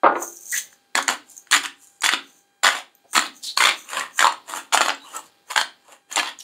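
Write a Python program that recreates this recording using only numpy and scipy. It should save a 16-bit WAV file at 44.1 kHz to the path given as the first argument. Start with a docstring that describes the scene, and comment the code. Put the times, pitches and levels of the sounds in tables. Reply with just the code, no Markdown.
"""A mill's plastic cap lands and rocks on a cloth-covered table in a small, live room: noise thuds over ringing modes.
Salt slides down the jar as filtered grains and ticks it with short pings; gloves brush and squeak as rough tones.
Then come the hand salt mill's forward turns: bites of crumbling noise, and big crystals snapping as pitched bursts.
Around them, unloaded burrs scrape as bumpy noise, and more salt and glove sounds return.
Behind it all, faint broad noise slowly rises and falls over steady room noise and a thin electrical whine."""
import sys
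import numpy as np
from scipy import signal
from scipy.fft import rfft, irfft
from scipy.io import wavfile
from scipy.ndimage import uniform_filter1d, minimum_filter1d

SR = 44100
rng = np.random.default_rng(int(sys.argv[2]) if len(sys.argv) > 2 else 0)


def master_out(mix):
    """Clip the mix to full scale and print it as 16-bit PCM to the path in sys.argv[1]."""
    frames = np.transpose(np.atleast_2d(mix))
    ceiling = np.clip(frames, -1, 1)
    pcm = np.round(ceiling * 32767).astype(np.int16)
    wavfile.write(sys.argv[1], SR, pcm)


N = 283563  # length in samples

# Event levels are relative: each source adds its own trim, then the room and microphone act on the mix.
# big crystals snapping: start_s [s], knock_db [dB], pitch_hz [Hz], splinter_db [dB]
CRYSTAL_CRACKS = [(.728, -50, 1596, -55), (0.953, -13, 1690, -18), (0.977, -19.5, 1640, -27),
                  (1.025, -39.5, 2010, -26.5), (1.08, -15.5, 1950, -16), (1.089, -13.5, 1350, -24.5),
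                  (1.098, -20, 1500, -28), (1.471, -47, 1500, -56), (1.512, -23.5, 3200, -17),
                  (1.521, -20, 2100, -17.5), (1.528, -9.5, 1750, -20.5), (1.539, -11.5, 1965, -18.5),
                  (1.546, -13, 1565, -22.5), (1.658, -25, 1850, -28.5), (2.02, -29.5, 2180, -25),
                  (2.042, -20, 1900, -18.5), (2.061, -12.5, 1976, -22.5), (2.09, -10, 1940, -20.5),
                  (2.136, -12.5, 1300, -28.5), (2.143, -19.5, 2380, -34.5), (2.634, -17.5, 1954, -20),
                  (2.646, -9.5, 1680, -22.5), (2.657, -13, 1806, -28), (2.667, -11, 1880, -21.5),
                  (2.678, -15.5, 1210, -22.5), (2.688, -10.5, 1870, -23), (3.154, -16.5, 2200, -24),
                  (3.166, -12, 1840, -23.5), (3.178, -10, 1196, -27), (3.192, -17, 1880, -21.5),
                  (3.575, -9.5, 4310, -25.5), (3.605, -14.5, 2100, -26), (3.623, -14, 1490, -28.5),
                  (3.638, -13, 2000, -17), (3.655, -8.5, 1820, -20.5), (3.671, -13.5, 1280, -23),
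                  (3.691, -14.5, 2264, -26.5), (3.932, -25, 1190, -33), (3.972, -35, 1210, -37),
                  (3.995, -33.5, 1390, -25.5), (4.192, -10, 1740, -15), (4.206, -11.5, 1600, -19.5),
                  (4.226, -11, 1360, -21), (4.244, -3.5, 950, -26.5), (4.269, -12.5, 985, -23.5),
                  (4.323, -33.5, 1390, -33.5), (4.537, -23, 1090, -36), (4.725, -22, 1300, -30),
                  (4.738, -28.5, 2480, -16), (4.746, -9, 950, -17.5), (4.774, -11, 1760, -18.5),
                  (4.808, -14, 1210, -23), (4.815, -10.5, 1880, -22), (4.883, -18, 970, -24.5),
                  (5.561, -9, 1360, -20.5), (5.577, -9, 1670, -21.5), (5.613, -15.5, 1300, -29),
                  (6.159, -18.5, 3780, -18), (6.169, -18, 2027, -25), (6.195, -18.5, 2350, -29.5)]
# the burrs biting into salt: start_s [s], length_s [s], crumble_db [dB], powder_db [dB]
BURR_BITES = [(0.958, 0.026, -13.5, -24.5), (1.086, .035, -19.5, -27.5), (1.517, 0.05, -12, -20),
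              (1.63, .026, -22.5, -31.5), (2.033, .036, -12, -20.5), (2.11, 0.023, -18.5, -30.5),
              (2.63, 0.046, -13.5, -22), (2.7, 0.087, -23.5, -34), (3.129, 0.026, -28.5, -28),
              (3.146, .036, -10.5, -21), (3.195, 0.076, -26.5, -37.5), (3.565, .03, -23, -23),
              (3.596, .068, -11, -20.5), (3.673, .045, -16.5, -33), (4.199, .055, -24, -25.5),
              (4.727, 0.029, -13, -18.5), (4.796, 0.065, -18, -26.5), (4.875, 0.03, -16.5, -42),
              (5.498, 0.021, -21.5, -28), (5.566, 0.042, -22, -27.5), (6.108, .03, -30.5, -32.5),
              (6.162, 0.037, -14.5, -27), (6.222, .072, -23.5, -38.5)]
# scrapes on the way back or just before the burrs catch:
# peak_s [s], rise_s [s], fall_s [s], scrape_db [dB], powder_db [dB]
BURR_SCRAPES = [(1.315, 0.047, 0.054, -71, -40.5), (1.5, 0.074, .02, -59.5, -60),
                (1.83, 0.071, .2, -62.5, -47), (3.9, 0.029, 0.091, -41, -36),
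                (3.981, 0.077, 0.071, -19.5, -31.5), (4.182, 0.02, .015, -36.5, -34),
                (4.492, 0.021, 0.12, -34.5, -35.5), (4.577, 0.05, 0.039, -26, -29),
                (5.061, 0.058, 0.076, -54, -52.5), (5.169, 0.087, 0.039, -34, -33.5),
                (5.26, 0.032, 0.033, -55.5, -49.5), (5.497, 0.034, .02, -45, -49.5),
                (5.935, .09, 0.038, -42, -47), (6.105, 0.02, .02, -43, -48.5)]
# forward turns, whose grip opens or muffles the mill's hollow: start_s [s], thrum_db [dB], belly_db [dB]
MILL_TURNS = [(.95, 10, 3), (1.511, 3.5, -7), (2.02, -0.5, -2.5), (2.631, -1, 6), (3.131, 8, 0.5),
              (3.57, -1.5, -2.5), (4.18, 0.5, 1.5), (4.719, 6, 6.5), (5.499, -0.5, 3.5), (6.121, -1, 1.5)]
# salt sliding as the jar tilts: peak_s [s], rise_s [s], fall_s [s], level_db [dB]
SALT_SLIDES = [(.228, .045, .07, -28), (.31, .09, .25, -42), (.45, .15, .2, -44.5),
               (.525, 0.033, 0.067, -25.5), (.578, .08, 0.047, -24), (.73, 0.056, .04, -54),
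               (1.38, 0.072, 0.063, -44), (2.29, 0.14, 0.11, -54), (2.39, 0.11, 0.069, -56.5),
               (3.12, 0.033, 0.035, -45), (3.365, 0.033, .11, -45.5), (3.79, 0.081, 0.13, -40),
               (4.178, 0.047, .02, -32.5), (5.49, 0.033, 0.027, -51.5)]
# loose grains hitting the jar: start_s [s], level_db [dB], pitch_hz [Hz]
GRAIN_TICKS = [(0.226, -25.5, 6970), (0.278, -32.5, 6320), (0.37, -35.5, 5900), (0.456, -35, 6090),
               (0.497, -33.5, 6410), (0.521, -22.5, 8440), (0.578, -27, 6920), (1.367, -35.5, 6910),
               (1.378, -31.5, 6610), (2.008, -33.5, 6960), (2.951, -47.5, 13700), (3.131, -27, 8770),
               (4.18, -27, 7250), (4.948, -38, 7540), (5.165, -25, 7810), (6.126, -25, 6810),
               (6.389, -34, 6770), (6.404, -34, 5650)]
# gloves brushing the mill: peak_s [s], rise_s [s], fall_s [s], level_db [dB]
GLOVE_RUBS = [(0.528, 0.019, 0.04, -34.5), (0.575, 0.066, 0.06, -28), (3.436, 0.012, 0.051, -29.5),
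              (3.468, 0.031, 0.065, -27.5), (6.4, 0.017, 0.2, -39)]
# gloves slipping on the mill: start_s [s], length_s [s], level_db [dB], pitch_hz [Hz], width_hz [Hz]
GLOVE_SQUEAKS = [(0.523, 0.04, -27, 1906, 135), (0.546, 0.052, -34.5, 1895, 202),
                 (0.548, 0.057, -36.5, 3345, 690), (1.638, 0.029, -36.5, 1571, 200),
                 (3.041, 0.027, -57, 582, 162), (3.432, 0.029, -36, 4500, 656),
                 (3.452, 0.075, -33, 4028, 446), (4.995, 0.077, -52.5, 3880, 90),
                 (5.032, 0.066, -49, 1116, 69), (5.043, 0.099, -53.5, 2976, 140),
                 (5.129, 0.071, -38, 1230, 111.3), (5.875, 0.032, -54.5, 636, 133),
                 (6.4, 0.017, -45, 3240, 500)]
# the cap landing and rocking on the cloth: start_s [s], level_db [dB]
CAP_HITS = [(.034, -15), (0.041, -11), (.053, -16), (0.061, -9), (.081, -28), (0.094, -21.5),
            (0.121, -23.5), (0.154, -22.5), (0.189, -34.5), (0.217, -30.5), (0.236, -36.5)]
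# slow rises and falls of faint background noise: peak_s [s], rise_s [s], fall_s [s], level_db [dB]
BACKGROUND_SWELLS = [(.65, .8, 0.27, -60), (1.3, 0.98, .7, -63.5), (2.3, .6, 0.2, -64), (3.4, 1, 1, -64.5),
                     (4.4, 1, .8, -62), (5.25, 1, 0.33, -58), (5.8, .3, 0.25, -64.5), (6.42, 0.26, .5, -59)]

# Spectra give the shape only; colour() sets their energy.
# salt breaking up: freq_hz [Hz], level_db [dB]
CRUMBLE_SPECTRUM = [(40, -43.5), (150, -36.5), (280, -11.5), (450, -12), (700, -3), (1100, 4.5),
                    (1800, 0.5), (2600, -1.5), (3400, 1.5), (3900, -4.5), (4400, -3), (5400, -14.5),
                    (8000, -23.5), (16000, -51.5)]
# bright splinters of a crystal: freq_hz [Hz], level_db [dB]
SPLINTER_SPECTRUM = [(2000, -25), (4300, -5.5), (5400, -13.5), (7200, 2), (8100, -7), (9200, -5),
                     (10300, -17), (12700, -24.5), (16000, -30.5)]
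# fine salt powder: freq_hz [Hz], level_db [dB]
POWDER_SPECTRUM = [(2000, -34), (5400, -17.5), (6500, -7.5), (7200, -0.5), (8100, -10.5), (9200, -6),
                   (10300, -16), (11300, -11.5), (12700, -20.5), (14000, -20), (16000, -24.5)]
# burrs scraping unloaded: freq_hz [Hz], level_db [dB]
SCRAPE_SPECTRUM = [(59, -93.5), (100, -28.5), (202, -22), (269, -7.5), (370, -11.5), (676, -6), (1030, 3),
                   (1510, -2.5), (1910, -2.5), (2080, -10), (2720, -3.5), (3930, -14), (5500, -21.5),
                   (7150, -39), (12100, -120)]
# salt against the jar wall: freq_hz [Hz], level_db [dB]
JAR_SPECTRUM = [(2000, -35), (5300, -24), (5800, -12), (6150, 1), (6700, -3), (7300, -5), (8000, -10),
                (8900, -7), (10200, -20), (12800, -21), (14100, -8), (15000, -16), (16000, -28)]
# rubber glove on the mill: freq_hz [Hz], level_db [dB]
GLOVE_SPECTRUM = [(500, -46.5), (2200, -34), (3200, -5.5), (4200, -0.5), (5200, -3), (7000, -2),
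                  (10000, -7.5), (15000, -20.5)]
# thud of the cap: freq_hz [Hz], level_db [dB]
CAP_SPECTRUM = [(50, -54), (160, -33), (330, -0.5), (600, 5.5), (1100, 2), (1700, -8), (2200, -16.5),
                (3000, -25.5), (4500, -33), (5500, -61.5), (12000, -72.5)]
# broad background noise that rises and falls: freq_hz [Hz], level_db [dB]
BACKGROUND_SPECTRUM = [(60, -12.5), (300, -2), (550, -3), (900, -4), (2000, -9.5), (4500, -3.5),
                       (6000, -16.5), (15000, -20)]
# quiet room noise: freq_hz [Hz], level_db [dB]
FLOOR_SPECTRUM = [(18, -62.5), (30, -23), (394, 0.5), (740, -14), (801, -1.5), (866, -11), (1630, -6.5),
                  (5310, -24.5), (6900, -11.5), (14000, -23), (16000, -35)]

# ringing of the plastic cap: freq_hz [Hz], level_db [dB], t60_s [s]
CAP_RINGING = [(345.4, -1, 0.43), (574, -3, 0.18), (700, 1, 0.083), (807, 3, 0.15), (1036, 4, .16),
               (1100, 6, 0.1), (1207, 0, 0.2), (1434, 1, 0.25)]
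# steady resonances of the room: freq_hz [Hz], level_db [dB], t60_s [s]
ROOM_RINGING = [(275, 3, .36), (346, 3, .25), (548, 5, .2), (865, -4, .24), (1272, -3, .28),
                (1523, -1, .26), (1830, -2, .25), (2004, 2, .2), (3425, -3, .2), (4232, 0, .25)]
# decay of the room's echoes: freq_hz [Hz], t60_s [s]
ROOM_DECAY = [(200, 0.57), (550, 0.24), (1400, 0.23), (3700, 0.27), (7000, .19), (9700, 0.21), (12000, 0.1),
              (15000, 0.27)]
# electrical whine: freq_hz [Hz], peak_db [dB, peak amplitude]
WHINE_PARTIALS = [(800, -68), (1600, -72), (2400, -77), (3200, -76), (4000, -77), (4800, -83), (5600, -85),
                  (6400, -85)]

BITE_ATTACK_S, BITE_SAG_DB_PER_S, BITE_RELEASE_DB_PER_S = 0.0078, 30, 597
SWELL_DB = 20  # climb over a swell's rise, and drop over its fall
TOP_HZ = 15700  # band limit of the microphone


def amp(db):
    """Decibels to gain."""
    return 10 ** (np.asarray(db) / 20)


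def unit(x):
    """Scale to rms 1."""
    return x / np.sqrt(np.mean(x ** 2) + 1e-20)


def along(points, hz):
    """Read (Hz, value) points on a log frequency axis."""
    point_hz, values = np.transpose(points)
    return np.interp(np.log(hz + 1), np.log(point_hz), values)


def add(track, s, sound):
    """Mix a sound into the track at time s, in seconds."""
    part = track[max(round(s * SR), 0):][:len(sound)]
    part += sound[:len(part)]


def colour(x, spectrum, size=2048):
    """Pass x through a causal, minimum-phase body of unit energy with this spectrum."""
    level_db = along(spectrum, np.fft.rfftfreq(size, 1 / SR))
    cepstrum = irfft(np.log(amp(level_db)))
    # folding the cepstrum puts the body's energy as early as possible
    cepstrum[1:size // 2] *= 2
    cepstrum[size // 2 + 1:] = 0
    body = irfft(np.exp(rfft(cepstrum)))
    return signal.fftconvolve(x, body / np.linalg.norm(body))[:len(x)]


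def grains(rate, spread_db, hiss, smear_s=0.00047):
    """Uneven tiny impacts (rate per second), each a brief rasp, over a hiss of smaller ones; rms 1."""
    hits = rng.random(N) < rate / SR
    sizes = amp(spread_db * np.clip(rng.standard_normal(N), -2, 2)) * hits
    power = signal.lfilter([1], [1, -np.exp(-1 / (smear_s * SR))], sizes ** 2)
    envelope = np.sqrt(power / power.mean() + hiss ** 2)
    return unit(envelope * rng.standard_normal(N))


def ring(modes, t):
    """Sum decaying modes with random phases."""
    total = 0
    for hz, db, t60_s in modes:
        total = total + amp(db - 60 * t / t60_s) * np.sin(2 * np.pi * (hz * t + rng.random()))
    return total


def blow(x, size=176):
    """Scale a short hit by the level of its attack, the first 4 ms unless given in samples."""
    return x / (x[:size].std() + 1e-12)


def swell(peak_s, rise_s, fall_s):
    """Gain of one swell: it climbs SWELL_DB to its peak over the rise and keeps sinking at the fall's rate."""
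    t = np.arange(N) / SR - peak_s
    return amp(-SWELL_DB * np.maximum(-t / rise_s, t / fall_s))


def swells(rows):
    """Summed gain of several swells, each with its own level."""
    return sum(amp(db) * swell(peak_s, rise_s, fall_s) for peak_s, rise_s, fall_s, db in rows)


def crystal_cracks(knock_t60_s=0.007, splinter_t60_s=0.02, rise_s=0.00048, kick_gain=1.204,
                   knock_db=0, splinter_db=-1):
    """A crystal bursts: a spray of splinters, and a kick that rings the hand-damped mill for a few cycles."""
    out, t = np.zeros(N), np.arange(SR // 30) / SR
    onset = 1 - np.exp(-(t / rise_s) ** 2)
    knock_fade = onset * amp(-60 * t / knock_t60_s)
    splinter_fade = onset * amp(-60 * t / splinter_t60_s)
    for s, db, hz, fine_db in CRYSTAL_CRACKS:
        burst = blow(colour(rng.standard_normal(len(t)) * knock_fade, CRUMBLE_SPECTRUM))
        # the gradient thins the bass: a small body radiates little of it
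        kick = blow(np.gradient(onset * ring([(hz, 0, knock_t60_s)], t)))
        splinters = blow(colour(rng.standard_normal(len(t)) * splinter_fade, SPLINTER_SPECTRUM))
        knock = blow(burst + kick_gain * kick)
        add(out, s, amp(db + knock_db) * knock + amp(fine_db + splinter_db) * splinters)
    return out


def bite(start_s, length_s):
    """Gain of one bite: the burrs catch quickly, the load sags as the salt gives way, then lets go."""
    t = np.maximum(np.arange(N) / SR - start_s, 0)
    past_end = np.maximum(t - length_s, 0)
    return np.minimum(t / BITE_ATTACK_S, 1) * amp(-BITE_SAG_DB_PER_S * t - BITE_RELEASE_DB_PER_S * past_end)


def grinding(crumble_db=-6, powder_db=-6):
    """Small fragments crumble between the burrs; each break also sheds powder."""
    breaks = grains(rate=580, spread_db=5, hiss=.35)
    dust = unit(breaks + 1.2 * grains(rate=3600, spread_db=22.5, hiss=0.56))
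    coarse_gain, fine_gain = np.zeros(N), np.zeros(N)
    for s, length_s, db, fine_db in BURR_BITES:
        gain = bite(s, length_s)
        coarse_gain += amp(db) * gain
        fine_gain += amp(fine_db) * gain
    crumbling = colour(breaks * coarse_gain, CRUMBLE_SPECTRUM) * amp(crumble_db)
    powder = colour(dust * fine_gain, POWDER_SPECTRUM) * amp(powder_db)
    return crumbling + powder


def burr_scrapes(scrape_db=-3, powder_db=-3):
    """Unloaded, the burrs only scrape over the powder."""
    bumps = grains(rate=400, spread_db=6.5, hiss=1.0)
    coarse_gain, fine_gain = np.zeros(N), np.zeros(N)
    for peak_s, rise_s, fall_s, db, fine_db in BURR_SCRAPES:
        gain = swell(peak_s, rise_s, fall_s)
        coarse_gain += amp(db) * gain
        fine_gain += amp(fine_db) * gain
    scrape = colour(bumps * coarse_gain, SCRAPE_SPECTRUM) * amp(scrape_db)
    powder = colour(bumps * fine_gain, POWDER_SPECTRUM) * amp(powder_db)
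    return scrape + powder


def turn_at(s, lead_s=.03):
    """Rows of the turns under way at times s; the grip is set just before a turn starts."""
    turns = np.array(MILL_TURNS)
    return turns[np.maximum(np.searchsorted(turns[:, 0] - lead_s, s) - 1, 0)]


def hump(hz, centre_hz, width):
    """A resonance's bell shape on a log frequency axis, width in natural-log units."""
    return np.exp(-(np.log((hz[:, None] + 1) / centre_hz) / width) ** 2)


def held_mill(x, thrum_hz=275, belly_hz=680, thrum_width=0.4, belly_width=0.45):
    """The hands set the low resonances anew each turn; small level changes, patchy over pitch and time, roughen it."""
    hz, t, z = signal.stft(x, SR, nperseg=512)
    _, thrum_db, belly_db = turn_at(t).T
    grip_db = hump(hz, thrum_hz, thrum_width) * thrum_db + hump(hz, belly_hz, belly_width) * belly_db
    patches = uniform_filter1d(rng.standard_normal(z.shape), size=3, axis=0)  # across frequency
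    patches = uniform_filter1d(patches, size=6, axis=1)  # across time
    patch_db = 2.5 * unit(patches)
    return signal.istft(z * amp(grip_db + patch_db), SR, nperseg=512)[1][:N]


def loose_salt(slide_db=-3, tick_db=-1, rasp_gain=.45):
    """Grains slide down the jar; the big ones tick against its wall and ring it briefly."""
    sliding = grains(rate=2100, spread_db=7.0, hiss=0.47) * swells(SALT_SLIDES)
    out = colour(sliding, JAR_SPECTRUM) * amp(slide_db)
    t = np.arange(SR // 40) / SR
    fade = amp(-60 * t / .009) * (1 - np.exp(-t / .0006))  # 9 ms t60, 0.6 ms rise
    for s, db, hz in GRAIN_TICKS:
        rasp = blow(colour(rng.standard_normal(len(t)) * fade, JAR_SPECTRUM))
        ping = blow(fade * np.sin(2 * np.pi * hz * t))
        add(out, s, amp(db + tick_db) * blow(rasp_gain * rasp + ping))
    return out


def gloves(rub_db=-5, squeak_db=0):
    """Rubber brushes over the mill, or sticks and slips in short, rough squeaks."""
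    rubbing = grains(rate=5000, spread_db=10.5, hiss=0.52) * swells(GLOVE_RUBS)
    out = amp(rub_db) * colour(rubbing, GLOVE_SPECTRUM)
    t = np.arange(SR // 8) / SR
    for s, length_s, db, hz, width_hz in GLOVE_SQUEAKS:
        # slow noise on both quadratures roughens the tone's level and pitch
        smoother = signal.butter(2, width_hz, fs=SR, output="sos")
        slips = signal.sosfilt(smoother, rng.standard_normal((2, len(t))))
        tone = slips[0] * np.cos(2 * np.pi * hz * t) + slips[1] * np.sin(2 * np.pi * hz * t)
        squeak = tone * np.sin(np.pi * np.clip(t / length_s, 0, 1) ** 0.84)
        rms = np.sqrt(np.sum(squeak ** 2) / (length_s * SR))
        add(out, s, amp(db + squeak_db) * squeak / rms)
    return out


def cap_landing(thud_t60_s=0.064, rise_s=0.00037, thud_db=0, ring_db=-11):
    """The cap lands on the cloth-covered table and rocks to rest, each contact a thud over plastic modes."""
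    out, t = np.zeros(N), np.arange(SR // 3) / SR
    onset = 1 - np.exp(-t / rise_s)
    for s, db in CAP_HITS:
        thud_noise = rng.standard_normal(len(t)) * onset * amp(-60 * t / thud_t60_s)
        thud = blow(colour(thud_noise, CAP_SPECTRUM), size=400)
        ringing = blow(ring(CAP_RINGING, t) * onset, size=400)
        add(out, s, amp(db) * (amp(thud_db) * thud + amp(ring_db) * ringing))
    return out


def background_swells():
    """Faint broad background noise, slightly grainy, that slowly rises and falls."""
    noise = grains(rate=500, spread_db=4, hiss=0.9)
    return colour(noise * swells(BACKGROUND_SWELLS), BACKGROUND_SPECTRUM)


def room(x, delay_s=0.0018, modes_db=-17.5, count=16):
    """Close wooden walls answer; the echo pattern changes slowly and steadily, the modes stay."""
    t, out = np.arange(SR // 2) / SR, np.zeros(N)
    modes, hop = amp(modes_db) * unit(ring(ROOM_RINGING, t)), N // count
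    for start in range(-hop, N, hop):
        # a fresh noise tail, each band fading at its own rate
        hz, age_s, z = signal.stft(rng.standard_normal(len(t)), SR, nperseg=256)
        decay = amp(-60 * age_s / along(ROOM_DECAY, hz)[:, None])
        echoes = signal.istft(z * decay, SR, nperseg=256)[1][:len(t)]
        tail = (unit(echoes) + modes) * (1 - np.exp(-(t / delay_s) ** 2))
        # overlapping windows crossfade from one tail to the next
        n = np.arange(max(start, 0), min(start + 2 * hop, N))
        window = np.sin(np.pi * (n - start) / (2 * hop))
        add(out, n[0] / SR, signal.fftconvolve(x[n] * window, tail / np.linalg.norm(tail)))
    return out


def floor(hiss_db=-69):
    """Quiet room noise from shaped hiss, and a thin electrical whine from steady sines."""
    t = np.arange(N) / SR
    whine = sum(amp(db) * np.sin(2 * np.pi * (hz * t + rng.random())) for hz, db in WHINE_PARTIALS)
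    return amp(hiss_db) * colour(rng.standard_normal(N), FLOOR_SPECTRUM) + whine


def scene(room_db=-6):
    """The mill, the hands and the cap in their room, over the background noise."""
    mill = held_mill(crystal_cracks() + grinding() + burr_scrapes())
    direct = mill + loose_salt() + gloves() + cap_landing() + background_swells()
    return (direct + amp(room_db) * room(direct) + floor())[None]


def record(dry, low_cut_hz=70, size=45):
    """The small microphone sheds bass, a fast limiter holds peaks down; nothing stays above the band limit."""
    low_cut = signal.butter(2, low_cut_hz, "high", fs=SR, output="sos")
    thin = signal.sosfilt(low_cut, dry)
    needed_gain = .93 / np.maximum(np.abs(thin), .93)
    # hold the lowest gain around each peak, then smooth it; size in samples
    limited = thin * uniform_filter1d(minimum_filter1d(needed_gain, 2 * size), size)
    hz = np.fft.rfftfreq(2 * N, 1 / SR)
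    return irfft(rfft(limited, 2 * N) * (hz < TOP_HZ), 2 * N)[:, :N]


dry = scene()
out = record(dry)
master_out(out)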